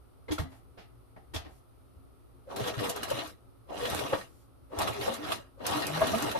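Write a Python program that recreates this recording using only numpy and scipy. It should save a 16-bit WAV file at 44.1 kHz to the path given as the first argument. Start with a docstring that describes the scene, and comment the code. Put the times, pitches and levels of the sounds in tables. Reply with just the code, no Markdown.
"""A sewing machine on a table in a small room stitches thick synthetic leather in four short, slow runs.
First the presser foot is lifted, the work is turned and the foot drops again: noise bursts and ringing modes.
Each run creeps off and takes up the load; the first three coast to rest, the last is still stitching at the end.
Gears grind as filtered random grains, the belt groans in gliding tones, steel clacks and thread ticks as noise
bursts, the needle grunts as swelling tones with a noisy scrape. Faint air and a wavering hum lie under it all."""
import sys
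import numpy as np
from scipy import signal
from scipy.fft import rfft, irfft
from scipy.io import wavfile
from scipy.ndimage import uniform_filter1d

SR = 44100
rng = np.random.default_rng(int(sys.argv[2]) if len(sys.argv) > 2 else 0)


def master_out(mix):
    """Clip the mix to full scale and print it as 16-bit PCM to the path in sys.argv[1]."""
    frames = np.transpose(np.atleast_2d(mix))
    ceiling = np.clip(frames, -1, 1)
    pcm = np.round(ceiling * 32767).astype(np.int16)
    wavfile.write(sys.argv[1], SR, pcm)


N = 282007
TIME = np.arange(N) / SR

# stitching runs: start_s, take_up_s, pedal_release_s (the last lies past the end),
# load_db (scaled by how far a part follows the load)
RUNS = [(2.46, 2.539, 3.207, 0.5), (3.665, 3.719, 4.117, -5), (4.691, 4.773, 5.325, -0.5),
        (5.571, 5.625, 7, 5)]
# resonances of the machine case: pitch_hz, width_hz, rise_db over the broad spectrum
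CASE = [(121, 170, 3.5), (235, 45, 3), (308.4, 42, 7.5), (438, 50, 6.5), (489, 16, 7.5), (640, 118, 7),
        (959.3, 57, 4.5), (1136, 72, 5.5), (1285, 108, 6.5), (1633, 110, 5), (1858.7, 68, 9.5),
        (2132, 49, 4), (2517, 47, 5.5), (2820, 210, 5.5), (3354, 51, 6), (4040, 120, 7), (4980, 66, 7)]
# broad bright spectrum of thread, leather glide and steel edges: pitch_hz, relative level_db
HISS = [(2500, -2), (5500, 2), (7000, 1), (9000, 2), (10800, 3), (12500, 1), (14500, -6.5)]


def amp(db):
    """Decibels to gain."""
    return 10 ** (np.asarray(db) / 20)


def unit(x):
    """Scales to an rms of one."""
    return x / np.sqrt(np.mean(x ** 2) + 1e-20)


def read(points, hz):
    """Reads a table on a log-frequency axis."""
    f, value = np.transpose(points)
    return np.interp(np.log(hz + 1), np.log(f + 1), value)


def add(mix, s, sound):
    """Mixes a sound in at s seconds."""
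    part = mix[..., max(round(s * SR), 0):][..., :sound.shape[-1]]
    part += sound[..., :part.shape[-1]]


def colour(x, spectrum, modes=(), size=8192):
    """Causal filter of energy one: a broad spectrum with ringing resonances on top."""
    hz = abs(np.fft.fftfreq(size, 1 / SR))
    db = read(spectrum, hz)
    for mode_hz, width_hz, rise_db in modes:
        db = db + rise_db / (1 + (2 * (hz - mode_hz) / width_hz) ** 2)
    # minimum phase: the ringing starts at once and only dies away afterwards
    response = np.exp(signal.hilbert(np.log(amp(db))).conj())
    impulse = np.fft.ifft(response).real[:size // 2]
    impulse /= np.linalg.norm(impulse)
    return signal.oaconvolve(np.atleast_2d(x), impulse[None], axes=1)[:, :N]


def grains(per_s, spread_db, smooth, shared=0.051):
    """Small contacts of uneven size over smooth rubbing; each side favours its own end of the machine."""
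    size_db = spread_db * np.minimum(rng.exponential(1, (2, N)), 3)
    sizes = amp(size_db) * rng.choice([-1, 1], (2, N))
    contacts = unit(sizes * (rng.random((2, N)) < per_s / SR))
    ends = contacts + smooth * rng.standard_normal((2, N))
    return unit(ends + shared * ends[::-1])


def chatter(rise_s, fall_s, size=4096):
    """A very fast bounce that settles: a noise burst, independent on each side, with rms one at its peak."""
    t = np.arange(size) / SR
    shape = (1 - np.exp(-t / rise_s)) * np.exp(-t / fall_s)
    return shape / shape.max() * rng.standard_normal((2, size))


def ring(db, hz, t60, rise_s=0.0037):
    """One mode set swinging: a sine with a soft onset that decays at a rate of 60 dB in t60 seconds."""
    t = np.arange(SR // 2) / SR
    envelope = (1 - np.exp(-t / rise_s)) * np.exp(-np.log(1000) * t / t60)
    return -amp(db) * envelope * np.sin(2 * np.pi * hz * t)


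def feed():
    """Extra load in dB: it swells as the feed drags the leather on and sags while the feed returns."""
    # strokes of the feed: middle_s, length_s, extra load_db
    strokes = [(2.514, 0.043, 3.5), (2.683, 0.072, 5), (2.74, 0.13, -6), (2.831, 0.2, 2),
               (2.938, 0.054, -10.5), (3.005, 0.1, -3.5), (3.066, 0.049, -6), (3.21, 0.096, -2.5),
               (3.28, 0.19, 9.5), (3.943, 0.64, 10), (4.072, 0.21, -2), (4.224, 0.29, 18),
               (4.804, 0.13, 10), (4.886, 0.059, 7), (4.992, 0.081, -5.5), (5.04, 0.19, 5),
               (5.202, 0.1, -7.5), (5.354, 0.2, 5.5), (5.754, 0.21, 2), (5.891, 0.22, -4),
               (6.045, 0.35, 1.5), (6.341, 0.13, -6)]
    load_db = np.zeros(N)
    for middle, length, db in strokes:
        load_db += db * np.cos(np.pi * np.clip((TIME - middle) / length, -.5, .5)) ** 2
    return load_db


def effort(level_db, follow, creep_db, coast_db_per_s, start_s=0.039, take_up_s=0.051):
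    """Gain of one machine part: offset while creeping, following the load, dying away after pedal release."""
    gain = np.zeros(N)
    for start, take_up, release, load_db in RUNS:
        loaded = np.clip((TIME - take_up) / take_up_s, 0, 1)
        coast_db = coast_db_per_s * np.maximum(TIME - release, 0)
        db = creep_db * (1 - loaded) + follow * load_db * loaded - coast_db
        gain += np.clip((TIME - start) / start_s, 0, 1) ** 2 * amp(db)
    return gain * amp(level_db + follow * feed())


def meshing(x, turn_hz=112, swing=0.203, stitch_hz=4.6, repeat=0.42):
    """Each pinion turn partly repeats the last; swinging speed slurs the resulting resonances up and down."""
    speed = turn_hz * np.exp(swing * np.sin(2 * np.pi * (stitch_hz * TIME + rng.random())))
    at = np.arange(N)
    turns = np.zeros((2, N))
    for k in range(4):
        earlier = at - k * SR / speed
        turns += repeat ** k * np.array([np.interp(earlier, at, side) for side in x])
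    return turns * np.sqrt(max(1 - repeat ** 2, .1))


def gears():
    """Gear teeth knock unevenly against each other and ring the case."""
    # broad spectrum of the teeth: pitch_hz, relative level_db
    tooth_spectrum = [(25, -64), (75, 0), (125, -1.5), (185, -3), (300, -2), (550, 1), (800, 2),
                      (1300, -11.5), (1900, -19), (4000, -56)]
    teeth = meshing(grains(per_s=220, spread_db=1.0, smooth=0.19))
    gain = effort(level_db=-39, follow=0.936, creep_db=-2.5, coast_db_per_s=296.0)
    return colour(teeth * gain, tooth_spectrum, CASE)


def linkage():
    """Loose joints rattle finely in the case while the machine turns."""
    # broad spectrum of the joints: pitch_hz, relative level_db
    rattle_spectrum = [(500, -12), (1200, 2.5), (1800, -3), (3800, -1.5), (4700, -9), (6000, -10),
                       (9000, -34)]
    gain = effort(level_db=-42, follow=1.0, creep_db=-13.0, coast_db_per_s=215)
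    return colour(grains(per_s=250, spread_db=2.0, smooth=0.27) * gain, rattle_spectrum, CASE)


def clacks(body_db=-5, edge_db=-5):
    """Needle bar and feed reach the end of their play: steel chatters, the case rings, a bright edge tops it."""
    # blows: start_s, level_db (before the body and edge trims), treble_db against that level
    blows = [(2.561, -33, -2), (2.64, -28.5, -22.5), (2.674, -26.5, -9), (2.739, -32, -17),
             (2.79, -27.5, -19.5), (2.839, -29, -4.5), (2.8917, -34.5, 7), (3.031, -26, -5.5),
             (3.101, -30, -1.5), (3.1891, -27, -17), (3.853, -24, -12), (3.99, -26, -8),
             (4.815, -27.5, -1.5), (4.8738, -24.5, -9), (5.011, -28, -14), (5.137, -40, 8),
             (5.243, -32, -26), (5.3198, -21, -7.5), (5.653, -27.5, -29), (5.728, -28, -18),
             (5.821, -23.5, -12), (5.946, -28, -27), (6.069, -30, -2), (6.182, -31, -1),
             (6.3127, -27.5, -4.5)]
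    # broad spectrum of the blows: pitch_hz, relative level_db
    blow_spectrum = [(60, -38), (250, 0.5), (600, -15), (1400, 1), (2200, -2), (3800, 0.5), (5500, -12.5),
                     (8000, -28.5)]
    body, edge = np.zeros((2, 2, N))
    for s, db, treble_db in blows:
        add(body, s - .001, amp(db) * chatter(rise_s=0.00005, fall_s=0.011))
        add(edge, s, amp(db + treble_db) * chatter(rise_s=0.00032, fall_s=0.0098))
    return amp(body_db) * colour(body, blow_spectrum, CASE) + amp(edge_db) * colour(edge, HISS)


def belt(waver_share=0.038, throb_db=3, overtone_db=-12, trim_db=4):
    """The belt groans as the motor changes speed: short wavering, throbbing glides with weaker overtones."""
    # glides: start_s, end_s, first_hz, last_hz, level_db (before throb and trim)
    glides = [(2.522, 2.657, 382.5, 444, -45.5), (2.6, 2.733, 518, 480, -43),
              (2.78, 2.935, 482, 492.7, -43.5), (2.904, 3.036, 440, 401.8, -50),
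              (3.1, 3.319, 342.8, 287.7, -51), (3.134, 3.26, 625, 686, -54), (3.79, 3.893, 481, 491, -39.5),
              (3.896, 4.052, 353, 247.2, -56), (3.947, 4.084, 441.5, 384, -45.5),
              (4.753, 4.849, 713.6, 635, -44), (4.934, 5.055, 411, 406.5, -43.5),
              (5.059, 5.171, 217.7, 226, -49), (5.161, 5.288, 290.5, 320, -45.5),
              (5.27, 5.364, 674, 664, -43.5), (5.358, 5.437, 736, 523, -57.5),
              (5.721, 5.839, 272.6, 343.5, -44), (5.762, 5.96, 441.7, 311.5, -49),
              (5.85, 6.052, 134.5, 179.7, -45.5), (6.004, 6.171, 200.8, 326.5, -43),
              (6.115, 6.209, 201.7, 246, -39.5), (6.186, 6.298, 254, 313, -43.5)]
    out = np.zeros(N)
    for start, end, first_hz, last_hz, level_db in glides:
        t = np.arange(start, end, 1 / SR)
        hz = np.linspace(first_hz, last_hz, len(t))
        slow_noise = unit(uniform_filter1d(rng.standard_normal((2, SR)), size=400))
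        waver, throb = slow_noise[:, :len(t)]
        phase = 2 * np.pi * np.cumsum(hz * (1 + waver_share * waver)) / SR
        tone = sum(amp(overtone_db * k) * np.sin((k + 1) * phase) for k in range(3))
        swell = amp(level_db + throb_db * throb) * signal.windows.tukey(len(t), .8)
        add(out, start, unit(tone) * swell)
    return amp(trim_db) * out


def punches():
    """Thick leather grips the needle: a swelling two-partial judder, and a rough scrape that rings the case."""
    # punches: start_s, level_db, pitch_hz, length_s, scrape_db (against the judder), upper_hz,
    # upper_db (against the judder), left_lead_radians
    grips = [(3.107, -20.5, 550, 0.021, -15.5, 910, -11.5, -2),
             (4.122, -20, 537.4, 0.023, -4.5, 860, -10, 0.67),
             (5.069, -21.5, 542, 0.03, -10.5, 906.5, -8, 3), (6.003, -19, 643, 0.038, -4.5, 1097, -8, -.5),
             (6.128, -22.5, 671, 0.028, -8.5, 1212, -8, 1), (6.342, -26, 562, 0.035, -7.5, 906, -0.5, -2)]
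    # broad spectrum of the scrape: pitch_hz, relative level_db
    scrape_spectrum = [(100, -2), (350, 1), (600, 4), (1000, 3), (1400, 0), (2200, -11.5), (4000, -15),
                       (8000, -42)]
    judder, scrape = np.zeros((2, 2, N))
    for s, db, hz, length, scrape_db, upper_hz, upper_db, lead in grips:
        t = np.arange(0, length, 1 / SR)
        swell = amp(db) * np.sin(np.pi * t / length) ** 2
        sides = np.array([[lead], [0]])
        lower = np.sin(2 * np.pi * hz * t + sides)
        upper = amp(upper_db) * np.sin(2 * np.pi * upper_hz * t + sides)
        add(judder, s, swell * (lower + upper))
        add(scrape, s + length / 4, amp(db + scrape_db) * chatter(rise_s=0.0091, fall_s=0.01))
    return judder + colour(scrape, scrape_spectrum, CASE)


def thread():
    """Thread runs through the guides and the feed drags the leather along: dense, bright grains."""
    gain = effort(level_db=-50.5, follow=1.21, creep_db=-15.5, coast_db_per_s=197)
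    return colour(grains(per_s=980, spread_db=7.0, smooth=0.48) * gain, HISS)


def ticks(trim_db=1):
    """The thread snaps taut or slips off the hook: short bright noise bursts with a stereo balance."""
    # snaps: start_s, level_db (before balance and trim), left_minus_right_db
    snaps = [(2.563, -41, 3), (2.898, -27, 1), (2.9625, -34.5, -2.5), (3.032, -34, 0.5), (3.901, -32, -2),
             (3.948, -29, 0), (4.7885, -26.5, -1), (5.666, -22.5, -2), (5.8683, -26.5, -1.5),
             (6.224, -28.5, -4)]
    sides = np.zeros((2, N))
    for s, db, pan_db in snaps:
        balance_db = np.array([[pan_db], [-pan_db]]) / 2
        add(sides, s - .001, amp(db + balance_db) * chatter(rise_s=0.0004, fall_s=0.0019))
    return amp(trim_db) * colour(sides, HISS)


def thumps(trim_db=11):
    """Jolts, needle shudders and the motor's kick set low modes of case and table swinging."""
    # hands, the foot lever and hard stitches jolt the machine, and a soft low bump comes at 1.97 s (level
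    # before the trim): start_s, level_db, tilt_db_per_octave towards the higher modes
    jolts = [(0.303, -36, 2), (0.319, -52, 13.5), (0.394, -28.5, -7), (1.341, -68, 16),
             (1.356, -33.5, -8.5), (1.458, -47.5, 0.5), (1.966, -50, -9.5), (4.779, -38, -3),
             (5.734, -49.5, -10)]
    # modes of the machine on its table: pitch_hz, relative level_db, t60_s
    table_modes = [(88.4, 0, 0.09), (150, -12, 0.059), (251, -25, 0.18), (305.6, 0.5, 0.061)]
    # the bed shudders as the needle goes in: start_s, level_db (before the trim)
    shudders = [(2.607, -38), (2.772, -36), (3.13, -42.5), (3.923, -40), (4.894, -40.5), (4.995, -44),
                (6.262, -44)]
    out = np.zeros(N)
    for s, db, tilt_db in jolts:
        for hz, mode_db, t60 in table_modes:
            octaves = np.log2(hz / table_modes[0][0])
            add(out, s, ring(db + mode_db + tilt_db * octaves, hz, t60))
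    for s, db in shudders:
        add(out, s, ring(db, hz=121.4, t60=0.15))
    # the motor kicks in with a short growl at every start
    for start, *_ in RUNS:
        note = ring(-50, hz=544, t60=0.23, rise_s=0.025)
        growl = unit(uniform_filter1d(rng.standard_normal(len(note)), size=500))
        add(out, start, note * growl)
    return amp(trim_db) * out


def foot(body_db=-3, edge_db=-5):
    """The presser foot is lifted, then dropped: its sprung bar slides, chatters on the case and rings briefly."""
    # contacts: start_s, level_db (before the body and edge trims), treble_db (against that level),
    # swell_s, steel_ring_db (against that level)
    contacts = [(0.28, -38, -22, 0.014, -29), (0.309, -35, -20, 0.0018, -2), (0.3177, -34.5, 0, 0.00031, 0),
                (0.381, -28.5, -14, 0.0019, -14), (0.396, -36.5, -9.5, 0.00185, -8),
                (1.335, -36.5, -6, 0.0075, -9), (1.344, -38, -0.5, 0.0012, 1),
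                (1.359, -38.5, -12.5, 0.00157, 5.5)]
    # steel resonances of foot and bar: pitch_hz, width_hz, rise_db over the broad spectrum
    steel_modes = [(3327, 460, 8.5), (5000, 510, 3)]
    # broad spectra of the foot body and its steel: pitch_hz, relative level_db
    body_spectrum = [(60, -13), (230, 6), (560, 4), (900, 6.5), (1400, -2.5), (2000, -0.5), (2600, -9),
                     (4000, -6), (6000, -25.5), (9000, -30.5)]
    steel_spectrum = [(900, -0.5), (2000, -3), (3400, -4), (6500, -7), (8500, -25)]
    body, edge, steel = np.zeros((3, 2, N))
    for s, db, treble_db, rise_s, ring_db in contacts:
        add(body, s, amp(db) * chatter(rise_s, fall_s=0.012))
        add(edge, s, amp(db + treble_db) * chatter(rise_s, fall_s=0.022))
        add(steel, s, amp(db + ring_db) * chatter(rise_s, fall_s=0.0085))
    bodies = amp(body_db) * colour(body, body_spectrum, CASE)
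    edges = amp(edge_db) * colour(edge, HISS)
    return bodies + edges + colour(steel, steel_spectrum, steel_modes)


def knocks(trim_db=3.5):
    """Lever, spring and bar strike home, each with its own decaying note."""
    # strikes: start_s, level_db (before the trim), pitch_hz, t60_s
    strikes = [(0.283, -38, 2098, 0.02), (0.286, -33.5, 480, 0.05), (0.311, -32, 403.6, 0.06),
               (0.313, -47, 3360, 0.23), (0.381, -27, 1360, 0.026), (0.414, -34, 150.2, 0.11),
               (0.394, -44, 1874, 0.05), (0.44, -44, 265.4, 0.29), (1.355, -39, 3510, 0.071)]
    out = np.zeros(N)
    for s, db, hz, t60 in strikes:
        add(out, s, ring(db, hz, t60, rise_s=0.0016))
    return amp(trim_db) * out


def scuffs(rub_trim_db=0.5):
    """Hands shift the leather on the bed: soft rubs with a light rustle on a fade of its own."""
    # rubs: start_s, level_db (before the trim), swell_s, fade_s, rustle_db against that level
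    shifts = [(0.515, -55, 0.0031, 0.036, -7.5), (0.771, -46, 0.031, 0.011, -9.5),
              (1.161, -45, 0.0012, 0.0121, -22), (1.443, -49, 0.0045, 0.033, -8)]
    # broad spectra of rub and rustle: pitch_hz, relative level_db
    rub_spectrum = [(100, 15), (400, 10.5), (750, 16.5), (1200, 5.5), (2000, 1.5), (4500, -41), (8000, -32)]
    rustle_spectrum = [(600, -30), (1900, 7), (4800, -1), (8000, -18)]
    rubs, rustle = np.zeros((2, 2, N))
    for s, db, rise_s, fall_s, rustle_db in shifts:
        add(rubs, s, amp(db) * chatter(rise_s, fall_s))
        add(rustle, s, amp(db + rustle_db) * chatter(rise_s, fall_s=0.026))
    return amp(rub_trim_db) * colour(rubs, rub_spectrum) + colour(rustle, rustle_spectrum)


def slides():
    """Leather glides over the bed under the hands: a faint, smooth hiss."""
    # glides of the leather: start_s, length_s, level_db
    leather_glides = [(0.48, 0.13, -69.5), (1.467, 0.15, -70.5), (4.203, 0.28, -70)]
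    rubs = np.zeros(N)
    for s, length, db in leather_glides:
        arch = signal.windows.tukey(round(length * SR), .5)
        add(rubs, s, amp(db) * arch * rng.standard_normal(len(arch)))
    return colour(rubs, HISS)


def hum(waver_hz=11.3):
    """Low hum of the room: narrow noise bands that waver, swell and fade, each on its own."""
    # hum lines: pitch_hz, level_db of one layer
    lines = [(60, -64), (117, -66.5), (268, -72.5), (362, -76.5)]
    hz = np.fft.rfftfreq(N, 1 / SR)
    out = np.zeros((2, N))
    for line_hz, db in lines:
        band = np.exp(-((hz - line_hz) / waver_hz) ** 2)
        out += amp(db) * unit(irfft(band * rfft(rng.standard_normal((2, N))), N))
    return out


def air(level_db=-60, shared=0.023, swell_db=1.5):
    """Low rumble and hum of the room swell and sink under a faint steady hiss."""
    # broad spectrum of the room air: pitch_hz, relative level_db
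    air_spectrum = [(20, -15.5), (80, -2), (190, -17.5), (370, -13), (1000, -24.5), (1300, -19),
                    (1600, -34), (4500, -38), (7300, -48), (9300, -34), (14500, -40.5)]
    noise = rng.standard_normal((2, N))
    bed = amp(level_db) * unit(colour(noise + shared * noise[::-1], air_spectrum)) + hum()
    rumble = signal.sosfilt(signal.butter(1, 300, fs=SR, output="sos"), bed)
    rates_hz = np.geomspace(1.2, 8, num=8)
    swell = unit(sum(np.sin(2 * np.pi * (rate * TIME + rng.random())) for rate in rates_hz))
    return bed + rumble * (amp(swell_db * swell) - 1)


def shifting(x, patch_db=2.5, patch_hz=420, patch_s=.035):
    """The clatter's colour keeps changing in random patches of pitch and time as different parts take the load."""
    z = signal.stft(x, SR, nperseg=512)[2]
    bins = max(round(patch_hz * 512 / SR), 1)
    frames = max(round(patch_s * SR / 256), 1)
    patches = uniform_filter1d(rng.standard_normal(z.shape[1:]), bins, axis=0)
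    patches = uniform_filter1d(patches, frames, axis=1)
    gain = unit(amp(patch_db * unit(patches)))
    return signal.istft(z * gain, SR, nperseg=512)[1][:, :N]


def room(x, near_db, wet_db, near_s=0.0063, lag_s=.0009, size=16384):
    """Two spaced listening points get direct sound, scatter from table and wall, and a short tail."""
    # decay of the room: pitch_hz, t60_s
    decay = [(100, 0.4), (500, 0.25), (1400, 0.3), (4000, 0.24), (12000, 0.11)]
    t = np.arange(size) / SR
    taps = rng.choice([-1., 1.], (2, 2, size)) * (rng.random((2, 2, size)) < 5000 / SR)
    near = taps[0] * np.exp(-t / near_s) * (t > lag_s)
    hz, frame_s, z = signal.stft(taps[1] * (1 - np.exp(-t / 0.0033)), SR, nperseg=256)
    fade = amp(-60 * frame_s / read(decay, hz)[:, None])
    tail = signal.istft(z * fade, SR, nperseg=256)[1][:, :size]
    paths = (amp(near_db) * unit(near) + amp(wet_db) * unit(tail)) / np.sqrt(size)
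    # direct sound: the right side hears it lag_s later
    paths[0, 0] += 1
    paths[1, round(lag_s * SR)] += 1
    # the many paths ripple the spectrum finely and leave its broad balance alone
    response = np.fft.fft(paths, 2 * size)
    broad = np.sqrt(uniform_filter1d(abs(response) ** 2, size=80, axis=1, mode="wrap"))
    response /= np.exp(signal.hilbert(np.log(broad)).conj())
    impulse = np.fft.ifft(response).real[:, :size]
    return signal.oaconvolve(np.atleast_2d(x), impulse, axes=1)[:, :N]


def scene():
    """The machine and its table in the room, each group of parts with its own paths to the listener."""
    # small left/right balances in dB on the gears and the needle
    drive = room(gears(), near_db=5.5, wet_db=-10.5) * amp([[.3], [-.3]])
    rattle = room(linkage() + thread(), near_db=10.5, wet_db=-10)
    blows = room(clacks(), near_db=4, wet_db=-10)
    groans = room(belt(), near_db=-4, wet_db=-11.5, lag_s=0.00059)
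    needle = room(punches(), near_db=-12, wet_db=-12, lag_s=0) * amp([[1], [-1]])
    snaps = room(ticks(), near_db=2.0, wet_db=-3)
    jolts = room(thumps(), near_db=-11.5, wet_db=-16, lag_s=.002)
    handling = room(foot() + scuffs() + slides(), near_db=5.5, wet_db=-2)
    lever = room(knocks(), near_db=-4.5, wet_db=-19.5, lag_s=0.00056)
    machine = shifting(drive + rattle + blows) + groans + needle + snaps + jolts
    # a second, independent hum layer joins the one inside the air
    return machine + handling + lever + air() + hum()


def record(dry, edge_hz=14720):
    """A steep low-pass takes away the treble above edge_hz."""
    low_pass = signal.firwin(301, edge_hz, window=("kaiser", 8), fs=SR)
    return signal.oaconvolve(dry, low_pass[None], "same")


dry = scene()
out = record(dry)
master_out(out)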